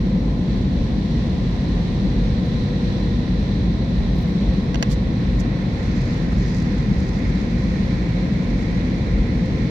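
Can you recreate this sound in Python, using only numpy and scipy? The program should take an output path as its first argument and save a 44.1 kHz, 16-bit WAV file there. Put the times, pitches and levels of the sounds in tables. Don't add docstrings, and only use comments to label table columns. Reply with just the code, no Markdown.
import sys
import numpy as np
from scipy import signal
from scipy.fft import rfft, irfft, next_fast_len
from scipy.io import wavfile
from scipy.ndimage import uniform_filter1d, map_coordinates

SR = 44100
rng = np.random.default_rng(int(sys.argv[2]) if len(sys.argv) > 2 else 0)


def master_out(mix):
    frames = np.transpose(np.atleast_2d(mix))
    ceiling = np.clip(frames, -1, 1)
    pcm = np.round(ceiling * 32767).astype(np.int16)
    wavfile.write(sys.argv[1], SR, pcm)


N = 427769
TIME = np.arange(N) / SR
TOP_HZ = 15700


def amp(db):
    return 10 ** (np.asarray(db) / 20)


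def unit(x):
    return x / np.sqrt(np.mean(x ** 2) + 1e-20)


def along(points, hz):
    f, v = np.transpose(points)
    return np.interp(np.log(hz + 1), np.log(f + 1), v)


def curves(rows):
    times, *columns = np.transpose(rows)
    return [np.interp(TIME, times, column) for column in columns]


def wobble(rate):
    return map_coordinates(rng.standard_normal(int(N * rate / SR) + 4), [TIME * rate])


def bell(middle_s, half_s):
    return np.exp(-2 * ((TIME - middle_s) / half_s) ** 2)


def bursts(rows, fade_s):
    return sum((TIME >= s) * amp(db - 60 * np.abs(TIME - s) / fade_s) for s, db in rows)


def filtered(x, response):
    size = next_fast_len(N + SR // 2)
    return irfft(rfft(x, size) * response(np.fft.rfftfreq(size, 1 / SR)), size)[..., :N]


def humps(resonances, hz):
    return sum(db / (1 + (2 * (hz - centre) / width) ** 2) for centre, width, db in resonances)


def pan(lean_db):
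    return amp(np.array([[.5], [-.5]]) * lean_db)


# frequency in Hz, likeness from -1 (opposite) to 1 (the same).
LIKENESS = [(60, .99), (130, .99), (290, .93), (520, .75), (640, .35), (880, .3), (1030, .45), (1190, -.38),
            (1620, -.35), (1780, .17), (2500, .17), (3200, -.07), (4200, .08), (15000, .02)]
# frequency in Hz, left minus right in dB.
SIDE_LEAN = [(50, 0), (120, 0), (250, 1.5), (450, 1), (580, 3.5), (700, 1), (910, -0.2), (1030, 3.5),
             (1140, 0), (1250, 3.5), (1420, -.5), (2070, -2), (2290, 3.5), (2650, 0.5), (3400, -6.5),
             (4100, -4), (4600, -6), (8000, -3), (15000, -1.5)]
def cabin_noise(colour):
    def mid_and_side(hz):
        angle = np.arccos(np.clip(along(LIKENESS, hz), -1, 1)) / 2
        return amp(colour(hz)) * [np.cos(angle), np.sin(angle)]
    mid, side = filtered(rng.standard_normal((2, N)), mid_and_side)
    left_right = np.array([mid + side, mid - side])
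    return unit(filtered(left_right, lambda hz: pan(along(SIDE_LEAN, hz))))


def table_noise(shape, resonances=()):
    return cabin_noise(lambda hz: along(shape, hz) + humps(resonances, hz))


def steadied(x, evenness):
    power = np.abs(uniform_filter1d(np.mean(x ** 2, axis=0), size=SR // 12))
    return unit(x / (power + 1e-3) ** (evenness / 2))


def tone(hz, drift_hz, flutter_db):
    phase = 2 * np.pi * np.cumsum(hz + drift_hz * wobble(9)) / SR
    return unit(np.sin(phase) * amp(flutter_db * wobble(5.1)))


# frequency in Hz, relative level in dB.
RUMBLE_SHAPE = [(10, -40), (19, -22.5), (27, -21.5), (35, -13.5), (42, -6.5), (48, 4), (55, -1.5),
                (62, -3.5), (72, -7.5), (80, -9), (110, -37), (200, -100)]
# middle in seconds, lift in dB.
RUMBLE_SWELLS = [(.8, 8), (2.31, 8), (3.1, 4), (3.43, 6), (3.61, 4), (4.0, 5.5), (4.5, 7), (5.28, 4),
                 (6.35, 3), (6.98, 8), (9.2, 8.5)]
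def rumble():
    level_db = -24.5 + 1.4 * wobble(7)
    swells_db = sum(db * bell(s, half_s=.061) for s, db in RUMBLE_SWELLS)
    return amp(level_db + swells_db) * steadied(table_noise(RUMBLE_SHAPE), evenness=.24)


# frequency in Hz, relative level in dB.
ROAR_SHAPE = [(50, -44), (72, -12.5), (88, -4), (130, -3), (185, -1), (240, -6.5), (320, -13), (390, -17),
              (510, -22), (620, -25), (870, -29.5), (1040, -34), (1300, -42), (2400, -71.5)]
# frequency in Hz, width in Hz, lift in dB.
CABIN_RESONANCES = [(125.8, 15, 3), (187.4, 33, 3), (238.8, 13, 4.5), (298.8, 9.8, 4), (523, 46, 4.5),
                    (723, 96, 2), (1034, 124, 6)]
def roar():
    return amp(-20.5) * steadied(table_noise(ROAR_SHAPE, CABIN_RESONANCES), evenness=.3)


# time in seconds, pitch in Hz, level in dB.
HUM_PATH = [(0, 492, -47), (1, 489, -51), (1.9, 489, -47), (2.3, 487, -38), (2.7, 484, -40.5),
            (3.2, 481.5, -44), (3.9, 484, -53), (4.35, 486, -42.5), (5.1, 480, -43), (5.6, 478, -50),
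            (6, 475, -45), (6.6, 468, -45.5), (7.3, 464, -48), (8.8, 461, -50), (9.3, 458, -41.5),
            (9.7, 456, -39.5)]
def hum():
    hz, db = curves(HUM_PATH)
    return amp(db) * tone(hz, drift_hz=.9, flutter_db=1.7) * pan(2.5)


# frequency in Hz, relative level in dB.
DRONE_SHAPE = [(380, -71.5), (465, -14.5), (515, 3), (565, -16), (700, -71)]
def drone():
    level_db = -42.5 - 7 * bell(middle_s=3.1, half_s=4.4)
    return amp(level_db) * steadied(table_noise(DRONE_SHAPE), evenness=.28)


# frequency in Hz, relative level in dB.
VENT_SHAPE = [(650, -29.5), (1080, -10), (1200, -2), (1410, -2.5), (1650, -.5), (1950, 0.5), (2330, -2.5),
              (2880, -4), (3080, -4), (3500, -2), (4080, -2.5), (5160, -10.5), (5900, -12.5), (6910, -19.5),
              (14100, -47), (16000, -53.5)]
# frequency in Hz, width in Hz, lift in dB.
DUCT_RESONANCES = [(1900, 99, 2.5), (4100, 330, 4), (5750, 240, 5)]
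# time in seconds, level in dB.
VENT_LOUDNESS = [(0, -43.5), (1.3, -41), (3, -41), (4.2, -42), (5.1, -42), (6.3, -42), (7.8, -42.5),
                 (9.7, -41.5)]
def vents():
    db, = curves(VENT_LOUDNESS)
    return amp(db + .69 * wobble(7.3)) * table_noise(VENT_SHAPE, DUCT_RESONANCES)


# frequency in Hz, relative level in dB.
SLIPSTREAM_SHAPE = [(700, -31), (1050, -12), (1270, -1), (1500, -3.5), (1700, -1), (1900, 3), (2250, 0),
                    (2600, -5.5), (3000, -25), (5000, -55)]
# time in seconds, level in dB.
SLIPSTREAM_LOUDNESS = [(0, -49.5), (1.1, -56), (1.7, -50), (3, -48), (4, -49), (6, -42.5), (9.7, -43.5)]
def slipstream():
    db, = curves(SLIPSTREAM_LOUDNESS)
    return amp(db + .74 * wobble(13)) * table_noise(SLIPSTREAM_SHAPE) * pan(-7)


# frequency in Hz, relative level in dB.
THROB_SHAPE = [(60, -120), (110, -40), (160, -3.5), (185, 9.5), (210, -1), (320, -55.5), (600, -120)]
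# middle in seconds, level in dB.
THROB_SWELLS = [(.15, -19), (.55, -23), (1.82, -23.5), (2.03, -21.5), (3.68, -19), (4.5, -24.5), (5.2, -29),
                (6.9, -17.5), (7.8, -21.5)]
def throb():
    swells = sum(amp(db) * bell(s, half_s=.052) for s, db in THROB_SWELLS)
    return swells * steadied(table_noise(THROB_SHAPE), evenness=.9)


# frequency in Hz, relative level in dB.
JET_SHAPE = [(2500, -40), (3400, -7.5), (4050, 1.5), (4500, -10.5), (6000, -24), (9000, -59.5)]
def vent_jet():
    return amp(-50) * bell(middle_s=3.2, half_s=2.8) * table_noise(JET_SHAPE) * pan(-5.5)


# middle and half length in seconds, pitch at the middle in Hz, level in dB.
TURBINE_NOTES = [(1.7, .9, 1172, -58.5), (4.9, 1.4, 1103, -56.5)]
def whine(fall_hz_per_s=14):
    out = np.zeros(N)
    for s, half_s, hz, db in TURBINE_NOTES:
        pitch = hz - fall_hz_per_s * (TIME - s)
        out += amp(db) * bell(s, half_s) * tone(pitch, drift_hz=2, flutter_db=0)
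    return out


# start in seconds, level in dB.
FINGER_CATCHES = [(2.459, -62), (4.156, -60.5), (4.180, -58.5), (4.207, -59.5), (4.223, -60.5),
                  (4.280, -62.5), (4.308, -62.5)]
def finger_ticks(low_edge_hz=6500):
    noise = rng.standard_normal((2, N))
    fizz = filtered(noise, lambda hz: (hz < TOP_HZ) * hz ** 4 / (hz ** 4 + low_edge_hz ** 4))
    return bursts(FINGER_CATCHES, fade_s=.07) * unit(fizz) * pan(-11)


def sharpest_snap(shape, size):
    gains = amp(along(shape, np.fft.rfftfreq(size, 1 / SR)))
    cepstrum = irfft(np.log(gains), size)
    first_half = 2 * cepstrum * (np.arange(size) < size // 2)
    snap = irfft(np.exp(rfft(first_half) - cepstrum[0]), size)
    return snap / np.abs(snap).max()


# start in seconds, level in dB, left minus right in dB,
# frequency in Hz above which it is dulled, seconds for its echoes to fall 60 dB.
PLASTIC_CONTACTS = [(4.7448, -17.5, -8, 3800, .009), (4.7473, -23, -6, 3000, .009),
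                    (4.7552, -25, -3, 1500, .008), (4.7566, -22, -7, 4000, .010),
                    (4.8263, -10.5, -3, 13000, .023)]
# pitch in Hz, relative level in dB, seconds to fall 60 dB.
PLASTIC_RINGS = [(725, -3, .035), (1039, -4, .1), (1674, -2, .026), (1981, -3, .045), (2137, -6, .04),
                 (2780, 2, .024), (5669, -4, .02), (6180, -11, .03)]
# frequency in Hz, relative level in dB.
SNAP_SHAPE = [(200, -22), (550, 4.5), (800, 4.5), (1050, -2), (1350, -9), (1680, -1.5), (2300, -4.5),
              (2800, 5), (3300, -1), (3850, -5), (4400, 0), (5100, -8), (5900, -2), (7200, -17),
              (9000, -24), (15000, -26)]
def plastic_clicks(echo_db=-10, ring_db=-13, left_delay_s=.00055):
    out, t = np.zeros((2, N)), np.arange(SR // 8) / SR
    hz, pitch_db, ring_s = np.transpose(PLASTIC_RINGS)[:, :, None]
    snap = sharpest_snap(SNAP_SHAPE, size=1024)
    for s, db, lean_db, bright_hz, echo_s in PLASTIC_CONTACTS:
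        strength_db = pitch_db + rng.standard_normal((2, len(hz), 1))
        ring = np.sum(amp(strength_db - 60 * t / ring_s) * np.sin(2 * np.pi * hz * t), axis=1)
        direct = t == 0
        echoes = amp(echo_db - 60 * t / echo_s) * rng.standard_normal((2, len(t)))
        contact = signal.lfilter(snap, 1, direct + echoes) + amp(ring_db) * ring
        dulled = signal.lfilter(*signal.butter(1, bright_hz, fs=SR), contact)
        left, right = amp(db) * pan(lean_db) * dulled
        out[0, round((s + left_delay_s) * SR):][:len(t)] += left
        out[1, round(s * SR):][:len(t)] += right
    return out


# middle and half length in seconds, level in dB,
# centre frequency in Hz, reach either side of it in octaves, left minus right in dB.
HAND_TOUCHES = [(4.922, 0.028, -40.5, 4200, 0.5, -12), (5.404, 0.015, -41.5, 5700, 0.27, -5),
                (6.328, .016, -36.5, 950, 0.6, 3)]
def hand_brushes_and_bumps(grain_db=1):
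    out, t = np.zeros((2, N)), np.arange(-SR // 2, SR // 2) / SR
    hz = np.fft.rfftfreq(len(t), 1 / SR)
    for s, half_s, db, centre_hz, octaves, lean_db in HAND_TOUCHES:
        band = 1 / (1 + (np.log2((hz + 1) / centre_hz) / octaves) ** 4) ** .5
        band /= 1 + (hz / centre_hz / 10) ** 2
        band /= 1 + (.5 * centre_hz / (hz + 1)) ** 2
        grains = amp(grain_db * np.repeat(rng.standard_normal(len(t)), 64)[:len(t)])
        noise = unit(irfft(rfft(grains * rng.standard_normal((2, len(t)))) * band, len(t)))
        swell = np.exp(-2 * (t / half_s) ** 2)
        out[:, round((s - .5) * SR):][:, :len(t)] += amp(db) * pan(lean_db) * swell * noise
    return out


# middle and half length in seconds, level in dB.
CLOTH_STROKES = [(6.02, 0.4, -48.5), (6.516, 0.25, -48), (7.148, 0.75, -49.5), (7.85, 0.37, -57),
                 (8.702, 1, -53.5), (9.55, 0.32, -56)]
# frequency in Hz, relative level in dB.
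CLOTH_SHAPE = [(500, -28), (1200, -0.5), (2500, -9.5), (4600, 9.5), (6500, 3.5), (8500, -20),
               (14000, -29.5), (16000, -22.5)]
# frequency in Hz, relative level in dB.
FIBRE_SHAPE = [(2000, -15), (5000, 2), (7000, 3), (9000, -14), (15000, -19)]
def cloth_rustle(catch_db=.9, grain_db=2.5, crackle_db=-10, snaps_per_s=110, fade_s=.033):
    strokes = sum(amp(db) * bell(s, half_s) for s, half_s, db in CLOTH_STROKES)
    friction = amp(catch_db * wobble(22) + grain_db * wobble(370))
    snaps = (rng.random(N) < snaps_per_s / SR) * rng.uniform(.2, 1, N)
    fading_snaps = signal.lfilter([1], [1, -amp(-60 / (fade_s * SR))], snaps)
    crackle = amp(crackle_db) * unit(fading_snaps * table_noise(FIBRE_SHAPE))
    sliding = unit(friction * table_noise(CLOTH_SHAPE))
    return strokes * (sliding + crackle) * pan(2.2)


# start in seconds, level in dB.
CLOTH_SNAGS = [(5.831, -44), (6.056, -45), (6.383, -45), (6.570, -44), (6.600, -42), (6.625, -42),
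               (7.004, -44), (7.089, -45), (7.190, -44), (7.295, -45)]
def cloth_snags():
    return bursts(CLOTH_SNAGS, fade_s=.018) * table_noise(FIBRE_SHAPE)


def whistle(start_s=7.15, rise_s=.12):
    def colour(hz):
        octaves_away = np.abs(np.log2((hz + 1) / 2250))
        return humps([(2240, 840, 33)], hz) - 12 * octaves_away
    fade_in = .5 + .5 * np.tanh((TIME - start_s) / rise_s)
    return amp(-50 + 1.1 * wobble(4.1)) * fade_in * cabin_noise(colour) * pan(-12.5)


def scene():
    handling = plastic_clicks() + cloth_rustle() + cloth_snags()
    engines = rumble() + roar() + hum() + drone() + whine() + throb()
    air = vents() + slipstream() + whistle() + vent_jet()
    return handling + engines + air + hand_brushes_and_bumps() + finger_ticks()


def record(dry):
    fade_in = np.minimum(TIME / .004, 1)
    treble_cut = signal.ellip(10, .1, 80, TOP_HZ, fs=SR, output="sos")
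    return signal.sosfilt(treble_cut, dry * fade_in)


dry = scene()
out = record(dry)
master_out(out)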